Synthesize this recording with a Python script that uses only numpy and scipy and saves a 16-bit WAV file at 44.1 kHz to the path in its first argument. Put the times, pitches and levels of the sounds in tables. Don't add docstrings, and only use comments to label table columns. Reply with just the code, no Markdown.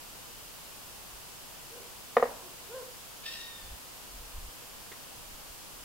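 import sys
import numpy as np
from scipy import signal
from scipy.fft import rfft, irfft, next_fast_len
from scipy.io import wavfile
from scipy.ndimage import uniform_filter1d, map_coordinates

SR = 44100
rng = np.random.default_rng(int(sys.argv[2]) if len(sys.argv) > 2 else 0)


def inscribe(sig):
    pcm = np.round(np.clip(np.atleast_2d(sig).T, -1, 1) * 32767)
    wavfile.write(sys.argv[1], SR, pcm.astype(np.int16))


N = 257544

# frequency in Hz, seconds to fade by 60 dB.
TREE_FADES = [(200, 0.72), (500, 0.44), (1000, 0.7), (2000, 0.29), (8000, 0.13)]


def amp(db):
    return 10 ** (np.asarray(db) / 20)


def unit(x):
    return x / np.sqrt(np.mean(x ** 2) + 1e-20)


def along(points, hz):
    frequencies, values = np.transpose(points)
    return np.interp(np.log(hz + 1), np.log(frequencies + 1), values)


def ramp(t, length):
    return np.sin(np.pi / 2 * np.clip(t / length, 0, 1)) ** 2


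def wobble(rate):
    points = rng.standard_normal(int(N * rate / SR) + 4)
    return map_coordinates(points, [np.arange(N) * rate / SR])


def filtered(x, response):
    size = next_fast_len(N + SR // 2)
    return irfft(rfft(x, size) * response(np.fft.rfftfreq(size, 1 / SR)), size)[..., :N]


def noise(colour):
    return unit(filtered(rng.standard_normal(N), lambda hz: amp(along(colour, hz))))


def tone(pitch, partials):
    phase = 2 * np.pi * np.cumsum(pitch) / SR
    return unit(sum(amp(db) * np.sin(multiple * phase) for multiple, db in partials))


def scatter(x, fades, build_s):
    hz, t, spectrum = signal.stft(rng.standard_normal((2, SR)), SR, nperseg=256)
    tail = signal.istft(spectrum * amp(-60 * t / along(fades, hz)[:, None]), SR, nperseg=256)[1]
    tail *= 1 - np.exp(-(np.arange(tail.shape[1]) / SR / build_s) ** 2)
    mid, side = signal.fftconvolve(x[None], tail / np.linalg.norm(tail[0]), axes=1)[:, :N]
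    side = filtered(side, lambda hz: hz / np.hypot(hz, 1300))
    return np.array([mid + side, mid - side])


def air(ripple_db=0.32, ripple_hz=2350, ripple_fade_hz=7000):
    # frequency in Hz, relative level in dB.
    shared_colour = [(53, -19), (90, -2), (161, -3), (195, -4.5), (443, -5.5), (483, -2), (527, -4.5),
                     (1000, -2.5), (2090, -10), (2890, -5.5), (3820, -9), (4950, -7), (5750, -9.5),
                     (6840, -9), (15500, -11)]
    # frequency in Hz, relative level in dB.
    side_colour = [(35, -31), (60, 1), (215, -1.5), (253, -1), (285, -4.5), (433, -3.5), (533, -4.5),
                   (1020, -6.5), (1100, -7), (1700, -7.5), (2050, -7.5), (3340, -8), (6260, -9),
                   (14500, -10), (15500, -11)]
    mid, side = amp(-49) * noise(shared_colour), amp(-49.5) * noise(side_colour)
    depth_db = lambda hz: ripple_db * np.exp(-hz / ripple_fade_hz)
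    mid = filtered(mid, lambda hz: amp(depth_db(hz) * np.cos(2 * np.pi * (hz - 500) / ripple_hz)))
    return np.array([mid + side, mid - side])


def wind(breeze_db=-64, swing_db=3, side_db=-24):
    # time of the peak in seconds, level in dB, half-width in seconds.
    gusts = [(1.155, -53, 0.027), (3.65, -48, .025), (3.725, -44, 0.029), (4.2, -47.5, 0.086),
             (4.372, -38.5, 0.027), (4.455, -42, 0.037), (5.34, -54.5, .06), (5.51, -53, 0.026)]
    # frequency in Hz, relative level in dB.
    rumble_colour = [(10, -7), (22, -2), (45, 2), (65, -6), (105, -17), (170, -28), (300, -48), (550, -120)]
    t = np.arange(N) / SR
    breeze = amp(breeze_db + swing_db * wobble(9))
    puffs = sum(amp(db) * np.exp(-((t - peak_s) / width) ** 2) for peak_s, db, width in gusts)
    swirls = noise(rumble_colour)
    local_power = np.abs(uniform_filter1d(swirls ** 2, size=2600))
    swirls = unit(swirls / np.sqrt(local_power + .05))
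    side = amp(side_db) * noise(rumble_colour)
    return np.hypot(breeze, puffs) * np.array([swirls + side, swirls - side])


def dog(pitch_drop=.3, echo_s=.07, echo_db=-15, trees_db=-13):
    # middle in seconds, length in seconds, pitch at the middle in Hz,
    # glide in Hz per second, level in dB, roughness from 0 to 1.
    woofs = [(1.767, 0.17, 490.4, 0.5, -51.5, 0.12), (2.457, .095, 370, -1100, -56.5, 0.01),
             (2.763, .16, 517, 0, -41.5, 0.03)]
    # multiple of the pitch, relative level in dB.
    partials = [(1, -4), (2, -16), (3, -20)]
    voice, t = np.zeros(N), np.arange(N) / SR
    for middle_s, length, middle_hz, glide, db, roughness in woofs:
        effort = np.clip(1 - (2 * (t - middle_s) / length) ** 2, 0, 1)
        pitch = (middle_hz + glide * (t - middle_s)) * (1 - pitch_drop * (1 - effort))
        pitch *= 1 + roughness * wobble(250)
        voice += amp(db) * effort ** 1.34 * tone(pitch, partials)
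    echo = filtered(voice, lambda hz: amp(echo_db) * np.exp(-2j * np.pi * hz * echo_s))
    return voice + echo + amp(trees_db) * scatter(voice, TREE_FADES, build_s=.013)


def woodpecker(crack_fade_s=.039):
    # start in seconds, relative level in dB, Hz above which the blow is weak.
    knocks = [(2.1673, -7.1, 2650), (2.2252, -9.3, 1360)]
    # frequency in Hz, relative level in dB,
    # seconds to fade by 60 dB, seconds to build up.
    pole_tones = [(241, -29, .096, .0018), (483, 4.8, .033, .004), (712, -4.5, .03, .0006),
                  (925, -18, .056, .0018), (1022, -15.5, .044, .0002), (1205, -8, .037, .0005),
                  (1428, -17, .025, .0018), (1783, -7.6, .02, .0018), (1915, -19, .056, .0016),
                  (2126, -10, .014, .0015), (2454, -18.6, .033, .0036), (2700, -25, .025, .002),
                  (2950, -23, .025, .002), (3750, -27, .02, .001)]
    # frequency in Hz, relative level in dB.
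    leaf_colour = [(150, -29), (270, 1), (360, -11), (500, 8), (750, 2), (1200, -6), (1550, -5),
                   (1900, -2.5), (2800, -16), (5000, -26), (12000, -45)]
    wood, blows, t = np.zeros(N), np.zeros(N), np.arange(SR // 4) / SR
    crack_band = signal.butter(2, [1800, 4200], "bandpass", fs=SR)
    for start_s, blow_db, dull_hz in knocks:
        strength = lambda hz: amp(blow_db) / np.hypot(1, (hz / dull_hz) ** 2)
        start = round(start_s * SR)
        for k, (hz, db, fade_s, build_s) in enumerate(pole_tones):
            swell = 1 - np.exp(-(t / build_s) ** 2)
            ring = swell * amp(db - 60 * t / fade_s) * np.sin(2 * np.pi * hz * t)
            wood[start:][:len(t)] -= (-1) ** k * strength(hz) * ring
        crack = unit(signal.lfilter(*crack_band, rng.standard_normal(len(t))))
        wood[start:][:len(t)] += strength(2700) * amp(-29 - 60 * t / crack_fade_s) * crack
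        blows[start] = strength(1040)
    thrown_back = filtered(blows, lambda hz: amp(along(leaf_colour, hz)))
    leaves = amp(11.5) * scatter(thrown_back, [(500, .19), (3000, .16)], build_s=.007)
    trees = amp(3.5) * scatter(thrown_back, TREE_FADES, build_s=.039)
    return wood + near_echoes(wood) + leaves + trees


def near_echoes(x, ear_shift_s=.00008):
    # delay in seconds, level in dB compared with the direct sound.
    bounces = [(.004, -15.4), (.0129, -13), (.0289, -16.3), (.0352, -21)]
    ears = np.array([[-ear_shift_s], [ear_shift_s]])
    return filtered(x, lambda hz: sum(amp(db) * np.exp(-2j * np.pi * hz * (delay + (-1) ** k * ears))
                                      for k, (delay, db) in enumerate(bounces)))


def screech_pitch(start_s, top_hz=1875, top_s=3.42, scoop_hz=279.5, sag_hz_per_s=470):
    t = np.arange(N) / SR
    scoop = scoop_hz * np.exp(-np.maximum(t - start_s, 0) / .04)
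    return top_hz - scoop - sag_hz_per_s * np.clip(t - top_s, 0, 1)


def screech_loudness(pushes, rasp_rise_s=.033, rasp_hold_s=.016, whistle_rise_s=.05):
    whistle, rasp, t = np.zeros(N), np.zeros(N), np.arange(N) / SR
    for start_s, length, clear_s, rasp_db, whistle_db in pushes:
        age = t - start_s
        ending = ramp(length - age, .014)
        rasp_fade_db = 143 * np.maximum(age - rasp_rise_s - rasp_hold_s, 0)
        rasp += ending * ramp(age, rasp_rise_s) * amp(rasp_db - rasp_fade_db)
        whistle_rise = ramp(age - clear_s + whistle_rise_s, whistle_rise_s)
        whistle_fade_db = 50 * np.maximum(age - clear_s, 0)
        whistle += ending * whistle_rise * amp(whistle_db - whistle_fade_db)
    return whistle, rasp


def screeching_bird(waver=.00426, chaos=.06):
    # start in seconds, length in seconds,
    # seconds until it clears, rasp level in dB, whistle level in dB.
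    pushes = [(3.224, 0.083, 0.062, -42, -45), (3.296, 0.42, .11, -41.5, -47)]
    # multiple of the pitch, relative level in dB.
    whistle_partials = [(1, -6), (2, 1), (3, -14)]
    # multiple of the pitch, relative level in dB.
    rasp_partials = [(1, -4), (1.47, -1), (1.801, -3), (2.1, -1.5), (2.5, -3), (2.9, -1), (4.3, -7)]
    pitch = screech_pitch(start_s=pushes[0][0])
    whistle_gain, rasp_gain = screech_loudness(pushes)
    whistle = tone(pitch * (1 + waver * wobble(200)), whistle_partials)
    rasp = sum(amp(db) * tone(pitch * (1 + chaos * wobble(1200)), [(multiple, 0)])
               for multiple, db in rasp_partials)
    flutter = amp(3.3 * wobble(150))
    call = whistle_gain * whistle + rasp_gain * unit(rasp * flutter)
    lead_s = np.array([[1.5], [-1.5]]) / SR
    direct = amp([[0], [-2]]) * filtered(call, lambda hz: np.exp(2j * np.pi * hz * lead_s))
    return direct + amp(-6) * scatter(call, [(2000, .62), (6000, .46)], build_s=.0085)


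def small_bird(tuning=.96):
    # time in seconds, pitch in Hz before tuning, relative level in dB.
    path = [(3.56, 5350, -72), (3.595, 5200, -60), (3.625, 4850, -57), (3.655, 4300, -66)]
    times, pitches, levels = np.transpose(path)
    t = np.arange(N) / SR
    pitch, db = np.interp(t, times, pitches), np.interp(t, times, levels)
    singing = (t > times[0]) & (t < times[-1])
    chip = singing * amp(db) * tone(pitch, [(tuning, 0)])
    return amp(-3) * chip + amp(-8) * scatter(chip, TREE_FADES, build_s=.02)


def wood_tap(fade_s=.1):
    # start in seconds, level in dB.
    taps = [(4.917, -44)]
    # frequency in Hz, relative level in dB.
    tick_colour = [(150, -8), (400, 3), (800, -8), (1300, -1), (2000, 2), (2600, -13), (3600, -6),
                   (6000, -25), (12000, -50)]
    t = np.arange(N) / SR
    loudness = sum((t > start_s) * amp(db - 60 * np.abs(t - start_s) / fade_s) for start_s, db in taps)
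    return loudness * noise(tick_colour)


def scene():
    return air() + wind() + dog() + woodpecker() + screeching_bird() + small_bird() + wood_tap()


def record(dry, top_hz=15800):
    return filtered(dry, lambda hz: hz < top_hz)


dry = scene()
out = record(dry)
inscribe(out)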